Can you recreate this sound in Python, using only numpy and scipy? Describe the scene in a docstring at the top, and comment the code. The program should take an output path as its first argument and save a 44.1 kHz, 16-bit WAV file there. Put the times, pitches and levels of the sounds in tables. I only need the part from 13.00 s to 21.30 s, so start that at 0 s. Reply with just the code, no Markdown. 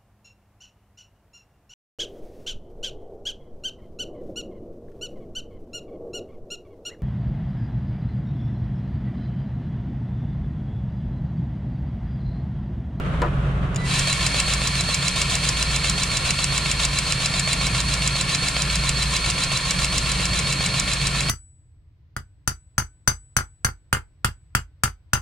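"""A cordless grease gun pumps under a trailer, close to the microphone: gear whine from a sine at the tooth rate,
rattle from noise in the housing modes. The motor slows on each plunger stroke and clacks as the cam lets go.
Further off in the yard three engines idle and beat against each other and a fan or alternator hums, all sums
of sines over a bed of shaped noise. A knock on the frame and the trigger come first, as pushes into resonances.
A small camera with two microphone ports and gain control listens."""
import sys
import numpy as np
from scipy import signal
from scipy.fft import rfft, irfft, next_fast_len
from scipy.io import wavfile
from scipy.ndimage import uniform_filter1d

SR = 44100
rng = np.random.default_rng(int(sys.argv[2]) if len(sys.argv) > 2 else 0)


def store_wav(level_fs):
    """Save 16-bit WAV to argv[1]."""
    pcm = np.round(np.clip(np.atleast_2d(level_fs), -1, 1) * 32767)
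    wavfile.write(sys.argv[1], SR, pcm.T.astype(np.int16))


N = 365897
T = np.arange(N) / SR
FIRST_CLACK_S, STROKE_S = .9919, .13611  # the cam lets the plunger go once a turn
LEFT_RIGHT = np.array([[1], [-1]])


def undb(db):
    """Decibels to gain."""
    return 10 ** (np.asarray(db, float) / 20)


def unit(x):
    """Scaled to rms 1."""
    return x / np.sqrt(np.mean(x ** 2))


def ring(x, hz, width_hz):
    """One resonance, gain 1 at the centre."""
    return signal.lfilter(*signal.iirpeak(hz, hz / width_hz, fs=SR), x)


def colour(x, points):
    """Shapes the spectrum by (f/Hz, level/dB) points, joined along log frequency."""
    size = next_fast_len(len(x))
    hz, db = np.transpose(points)
    bin_hz = np.arange(size // 2 + 1) * SR / size
    gain = undb(np.interp(np.log(bin_hz + 1), np.log(hz), db))
    return irfft(rfft(x, size) * gain, size)[:len(x)]


def walk(rate):
    """Random levels held 1 / rate s and smoothed twice over that time; rms 1."""
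    hold = int(SR / rate)
    steps = np.repeat(rng.standard_normal(N // hold + 1), hold)
    smooth = uniform_filter1d(uniform_filter1d(steps, hold), hold)
    return unit(smooth[:N])


def blows(times, db, contact_s, sharp=0.):
    """Short rough pushes of set strength at the given times; sharp adds a clean first contact."""
    size = int(6 * contact_s * SR) + 2
    fade = np.exp(-np.arange(size) / (contact_s * SR))
    push = rng.standard_normal((len(times), size)) * fade
    push = push * np.sqrt(contact_s * SR / 2) / np.linalg.norm(push, axis=1, keepdims=True)
    push[:, 0] += sharp
    out = np.zeros(N + size)
    places = (np.asarray(times) * SR).astype(int)[:, None] + np.arange(size)
    np.add.at(out, places, push * undb(db)[:, None])
    return out[:N]


def struck(hits, modes, contact_s, gain_db, sharp=0.):
    """A thing rings with its modes at every hit; two resonances in a row make each mode fall off steeply."""
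    s, db = np.transpose(hits)
    push = blows(s, db, contact_s, sharp)
    ringing = sum(undb(mode_db) * ring(ring(push, hz, 3 * width), hz, width) for hz, width, mode_db in modes)
    return undb(gain_db) * ringing


def engines_and_hum():
    """Steady engine orders and a fan or alternator hum, multiples of each base rate, all wavering a little."""
    # three idling engines, then the hum of a fan or alternator: base rate [Hz]
    base_hz = [14.217, 18.655, 16.255, 138.0]
    # start of the first turn of each [s], which sets its phase
    start_s = [.01, 0.0029, 0, 0.00038]
    # one list for each of them: order [multiple of the base rate], level [dB]
    source_orders = [
        [(2, -78), (4, -32.5), (5, -56), (9, -51), (10, -47), (11, -74), (12, -39.5), (13, -40)],
        [(3, -36), (5, -55), (6, -53), (7, -76), (8, -47.5)],
        [(2, -57), (5, -44.5), (6, -55), (8, -43.5), (10, -46.5), (14, -53), (16, -53)],
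        [(1, -32), (2, -51.5)],
    ]
    out = 0
    for hz, start, orders in zip(base_hz, start_s, source_orders):
        phase = 2 * np.pi * hz * (T - start)
        for order, db in orders:
            level = np.sqrt(2) * undb(db + 1.2 * walk(7))
            out = out + level * np.cos(order * phase + .15 * walk(5))
    return out


def yard():
    """Rumble and rush from all around: shaped noise that flickers with the clatter of the engines."""
    # exhaust rumble and mechanical rush: f/Hz, level/dB per Hz, relative
    rush = [(22, -13), (32, 1.5), (55, -0.5), (88, -3), (130, 1), (175, -2), (230, -13), (400, -16),
            (600, -15.5), (850, -23), (1300, -18.5), (1800, -26.5), (3200, -31.5), (5000, -48), (9000, -52),
            (11000, -60), (15000, -78)]
    # sound unrelated at the two ports, against the shared part: f/Hz, level/dB
    rush_apart = [(30, -9), (60, -13), (125, -19.5), (300, -15), (600, -7.5), (1100, 1), (3000, -3),
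                  (14000, 2)]
    clatter = undb(1.0 * walk(40) + 0.53 * walk(2.6))
    mid, side = (undb(-29.5) * unit(colour(rng.standard_normal(N) * clatter, rush)) for _ in range(2))
    return mid + colour(side, rush_apart) * LEFT_RIGHT


def knock():
    """A knock lands twice on the frame, which keeps rattling for a moment; the first contact also cracks."""
    # landings: t/s, level/dB before the gains below
    landings = [(.2185, -19), (.2245, -25)]
    # frame modes: f/Hz, width/Hz of the sharper resonance, level/dB
    frame_modes = [(340, 100, 9.5), (474, 78, 11.5), (567, 43, 13.5), (685, 100, 8), (960, 120, 8.5),
                   (1250, 140, 7.5), (1400, 150, -2), (1690, 160, 2), (2270, 400, -30)]
    # modes of the first contact: f/Hz, width/Hz of the sharper resonance, level/dB
    crack_modes = [(3800, 1400, -3), (6840, 1100, -8.5)]
    frame = struck(landings, frame_modes, .03, 5.4, sharp=18.0)
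    return frame + struck(landings[:1], crack_modes, 0.0039, 2.8)


def trigger():
    """Small contacts ring the trigger's own modes."""
    # contacts: t/s, level/dB before the gain below
    contacts = [(.7455, -36), (.7600, -23), (.7635, -27), (.7745, -40)]
    # trigger modes: f/Hz, width/Hz of the sharper resonance, level/dB
    trigger_modes = [(2700, 500, 2.5), (3480, 400, 0), (5000, 500, 2), (6960, 550, 5), (8400, 670, -2),
                     (12500, 3400, -20)]
    return struck(contacts, trigger_modes, 0.0025, 5.2)


def controller():
    """The speed controller switches the motor while the trigger travels: a steady tone and its octave."""
    # switching tone: t/s, level/dB at 1x, level/dB at 2x
    switching = [(.77, -70, -70), (.785, -49, -48), (.82, -40, -53), (.865, -39, -55), (.885, -67, -70)]
    switch_hz = 1984
    s, *levels = np.transpose(switching)
    out = 0
    for multiple, db in enumerate(levels, 1):
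        level = np.sqrt(2) * undb(np.interp(T, s, db, -120, -120))
        out = out + level * np.sin(2 * np.pi * multiple * switch_hz * T)
    return out


def stroke(share):
    """Tooth mesh rate (Hz) and load (gain) through one turn of the cam, as shares counted from the clack."""
    fastest_at, slowest_at = .58, .9  # the motor speeds up unloaded and bogs down on the push
    free_mesh_hz, loaded_mesh_hz = 4380, 4008
    push_from, push_rise = .52, .1  # the grease load comes on
    rattle_fade = .16  # the parts settle after the release
    fall = slowest_at - fastest_at
    since = (share - fastest_at) % 1
    slowing = np.cos(np.pi / 2 * np.minimum(since / fall, 1)) ** 2
    speeding = np.sin(np.pi / 2 * np.maximum(since - fall, 0) / (1 - fall)) ** 1.3
    mesh_hz = loaded_mesh_hz + (free_mesh_hz - loaded_mesh_hz) * (slowing + speeding)
    load = np.exp(-share / rattle_fade) + np.clip((share - push_from) / push_rise, 0, 1)
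    return mesh_hz, load


def gear_whine(mesh_hz, load):
    """The tooth mesh sings and swells as it passes resonances; other meshes are heard under load."""
    # resonances the whine passes: f/Hz, width/Hz, level/dB
    whine_modes = [(4020, 55, 2), (4264, 35, -.5), (4366, 55, -.5)]
    # other meshes: rate [multiple of the mesh], level/dB before load
    gear_lines = [(.79, -42), (.845, -40), (1.66, -42)]
    phase = 2 * np.pi * np.cumsum(mesh_hz * (1 + .0015 * walk(60))) / SR
    mesh = np.sqrt(2) * undb(-29 + 1.5 * walk(50)) * np.sin(phase)
    whine = sum(undb(db) * ring(mesh, hz, width) for hz, width, db in whine_modes)
    for multiple, db in gear_lines:
        whine = whine + load * undb(db + 3.1 * walk(40)) * np.sin(multiple * phase)
    return whine


def cam_blows():
    """The released plunger clacks and bounces, then the cam meets it again; timing and force scatter."""
    # blows within a clack, then the bounce: t/s from the release, level/dB
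    clack_blows = [(-.0006, -2), (.0007, 0), (.002, -5), (.0036, -11), (.0072, -10), (.0086, -9),
                   (.011, -14)]
    clack_db, clack_scatter_db = 1.5, 1.7
    engage_s, engage_db = .0805, -8  # the cam meets the plunger again
    at = np.arange(FIRST_CLACK_S, N / SR, STROKE_S)
    luck = rng.standard_normal((len(clack_blows) + 1, 2, len(at)))
    clack = 0
    for (lag, db), (late, force) in zip(clack_blows, luck):
        blow_db = clack_db + db + clack_scatter_db * force
        clack = clack + blows(at + lag + .0002 * late, blow_db, .0003, sharp=2.5)
    late, force = luck[-1]
    engage = blows(at + engage_s + .001 * late, engage_db + 1.6 * force, .0004, sharp=4.5)
    return clack, engage


def grease_gun():
    """Tooth whine and gear rattle follow the stroke; rattle and blows ring the housing."""
    # motor run-up: t/s, rattle level/dB, whine level/dB, both against full speed
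    run_up = [(.77, -22, -60), (.83, -21, -45), (.88, -5.5, -30), (.915, -0.5, 2), (.95, -2, -10)]
    # housing modes: f/Hz, width/Hz of the sharper resonance, then level/dB running, loaded, at the clack
    # and as the cam engages, and left minus right [dB]
    housing = [(626, 320, -43, -41.5, -16, 2, 1), (1068, 200, -37, -37.5, -29, -1, 4.5),
               (1370, 86, -41.5, -44, -21, -8, 12.5), (1545, 110, -48.5, -49, -11, -6, -15),
               (1790, 224, -37.5, -42, -22, -34, 12), (2255, 230, -33.5, -36, 1, 7, 1.5),
               (2490, 97, -38, -42.5, -6, -6, -3.5), (2694, 270, -35.5, -33, 1, 6, 1),
               (3247, 590, -34, -34, -28, 4, 0), (3703, 340, -40, -34, -44, -12, -1.5),
               (4180, 450, -33, -34.5, -38, 2, 1), (4545, 250, -42.5, -42, -7, -24, 12),
               (4920, 280, -39.5, -39, 2, 1, 2.5), (5510, 460, -44, -41.5, -1, -10, -7),
               (5820, 300, -54, -43, 1, -27, 0), (6300, 470, -42, -39.5, -4, -25, 3),
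               (7180, 530, -40.5, -35.5, 3.5, -18, 0), (7590, 230, -44.5, -45.5, -1, -12, -7),
               (8260, 710, -42, -39, -2, -17, -3.5), (9000, 440, -41.5, -40.5, -5, -7, 5),
               (9860, 1230, -46, -44, -37, -21, 3.5), (13000, 2900, -59, -57, -27, -30, 3.5)]
    start_s, spin_up_s, full_speed_s = .77, .045, 1  # motor starts; time constant of its speed; run-up over
    apart_hz = 9900  # above this the two ports hear unrelated parts of the housing
    mesh_hz, load = stroke((T - FIRST_CLACK_S) / STROKE_S % 1)
    # no stroke slows the motor before the first release
    spin = (1 - np.exp(-np.maximum(T - start_s, 0) / spin_up_s)) * stroke(0)[0]
    mesh_hz = np.where(T < FIRST_CLACK_S, spin, mesh_hz)
    s, run_db, rise_db = np.transpose(run_up + [(full_speed_s, 0, 0)])
    run = undb(np.interp(T, s, run_db, left=-120))
    rise = undb(np.interp(T, s, rise_db, left=-120))
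    load = load * undb(1.1 * walk(9))
    # loose teeth chatter: the size of the noise flickers
    running = run * unit(undb(0.45 * walk(300) + 0.29 * walk(30)))
    loaded = run * load * unit(undb(1.8 * walk(350)))
    clack, engage = cam_blows()
    out = rise * gear_whine(mesh_hz, load) * undb(.4 * LEFT_RIGHT)
    for hz, width, running_db, loaded_db, clack_db, engage_db, pan_db in housing:
        # every panel of the housing is shaken by its own share of the chatter
        size = np.hypot(undb(running_db) * running, undb(loaded_db) * loaded)
        size = size * np.sqrt(SR / (np.pi * width))  # a narrow mode passes less of the noise
        shared, apart = size * rng.standard_normal((2, N))
        chatter = shared + min(hz / apart_hz, 1) * apart * LEFT_RIGHT
        drive = chatter + undb(clack_db) * clack + undb(engage_db) * engage
        out = out + ring(ring(drive, hz, 1.29 * width), hz, width) * undb(pan_db / 2 * LEFT_RIGHT)
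    return out


def ports(x, tail_s):
    """Echoes off the steel nearby reach the two ports unalike; returns that side signal."""
    # side minus mid: f/Hz, level/dB
    side_points = [(30, -18), (125, -37), (300, -17), (600, -9), (1100, -7.5), (2300, -11), (4200, -12),
                   (8000, -5), (14000, -9)]
    size = int(5 * tail_s * SR)
    echo = rng.standard_normal(size) * np.exp(-np.arange(size) / (tail_s * SR))
    echoed = signal.fftconvolve(x, echo / np.linalg.norm(echo))[:N]
    return colour(echoed, side_points) * LEFT_RIGHT


def scene():
    """The gun close by; the engines, the hum and the knocked frame further off, slightly to the right."""
    far = engines_and_hum() + knock()
    around = (far + yard()) * undb(-.3 * LEFT_RIGHT)
    gun = trigger() + controller() + grease_gun()
    return gun + ports(gun.mean(axis=0), 0.0024) + around + ports(far, 0.0033)


def record(dry):
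    """Gain control hears mostly the middle and treble and slowly turns loud sound down; the top is cut."""
    top_hz, threshold_db, follow_s = 15650, -35.0, .35
    heard = signal.lfilter(*signal.butter(1, 900, "high", fs=SR), dry.mean(axis=0)) ** 2
    slow = 1 / (follow_s * SR)
    loud_db = 10 * np.log10(signal.lfilter([slow], [1, slow - 1], heard) + 1e-9)
    gain = undb(-.35 * np.maximum(loud_db - threshold_db, 0))  # dB down per dB over
    top_cut = signal.ellip(10, .2, 80, top_hz, fs=SR, output="sos")
    return signal.sosfilt(top_cut, dry * gain * undb(2.5))


dry = scene()
out = record(dry)
store_wav(out)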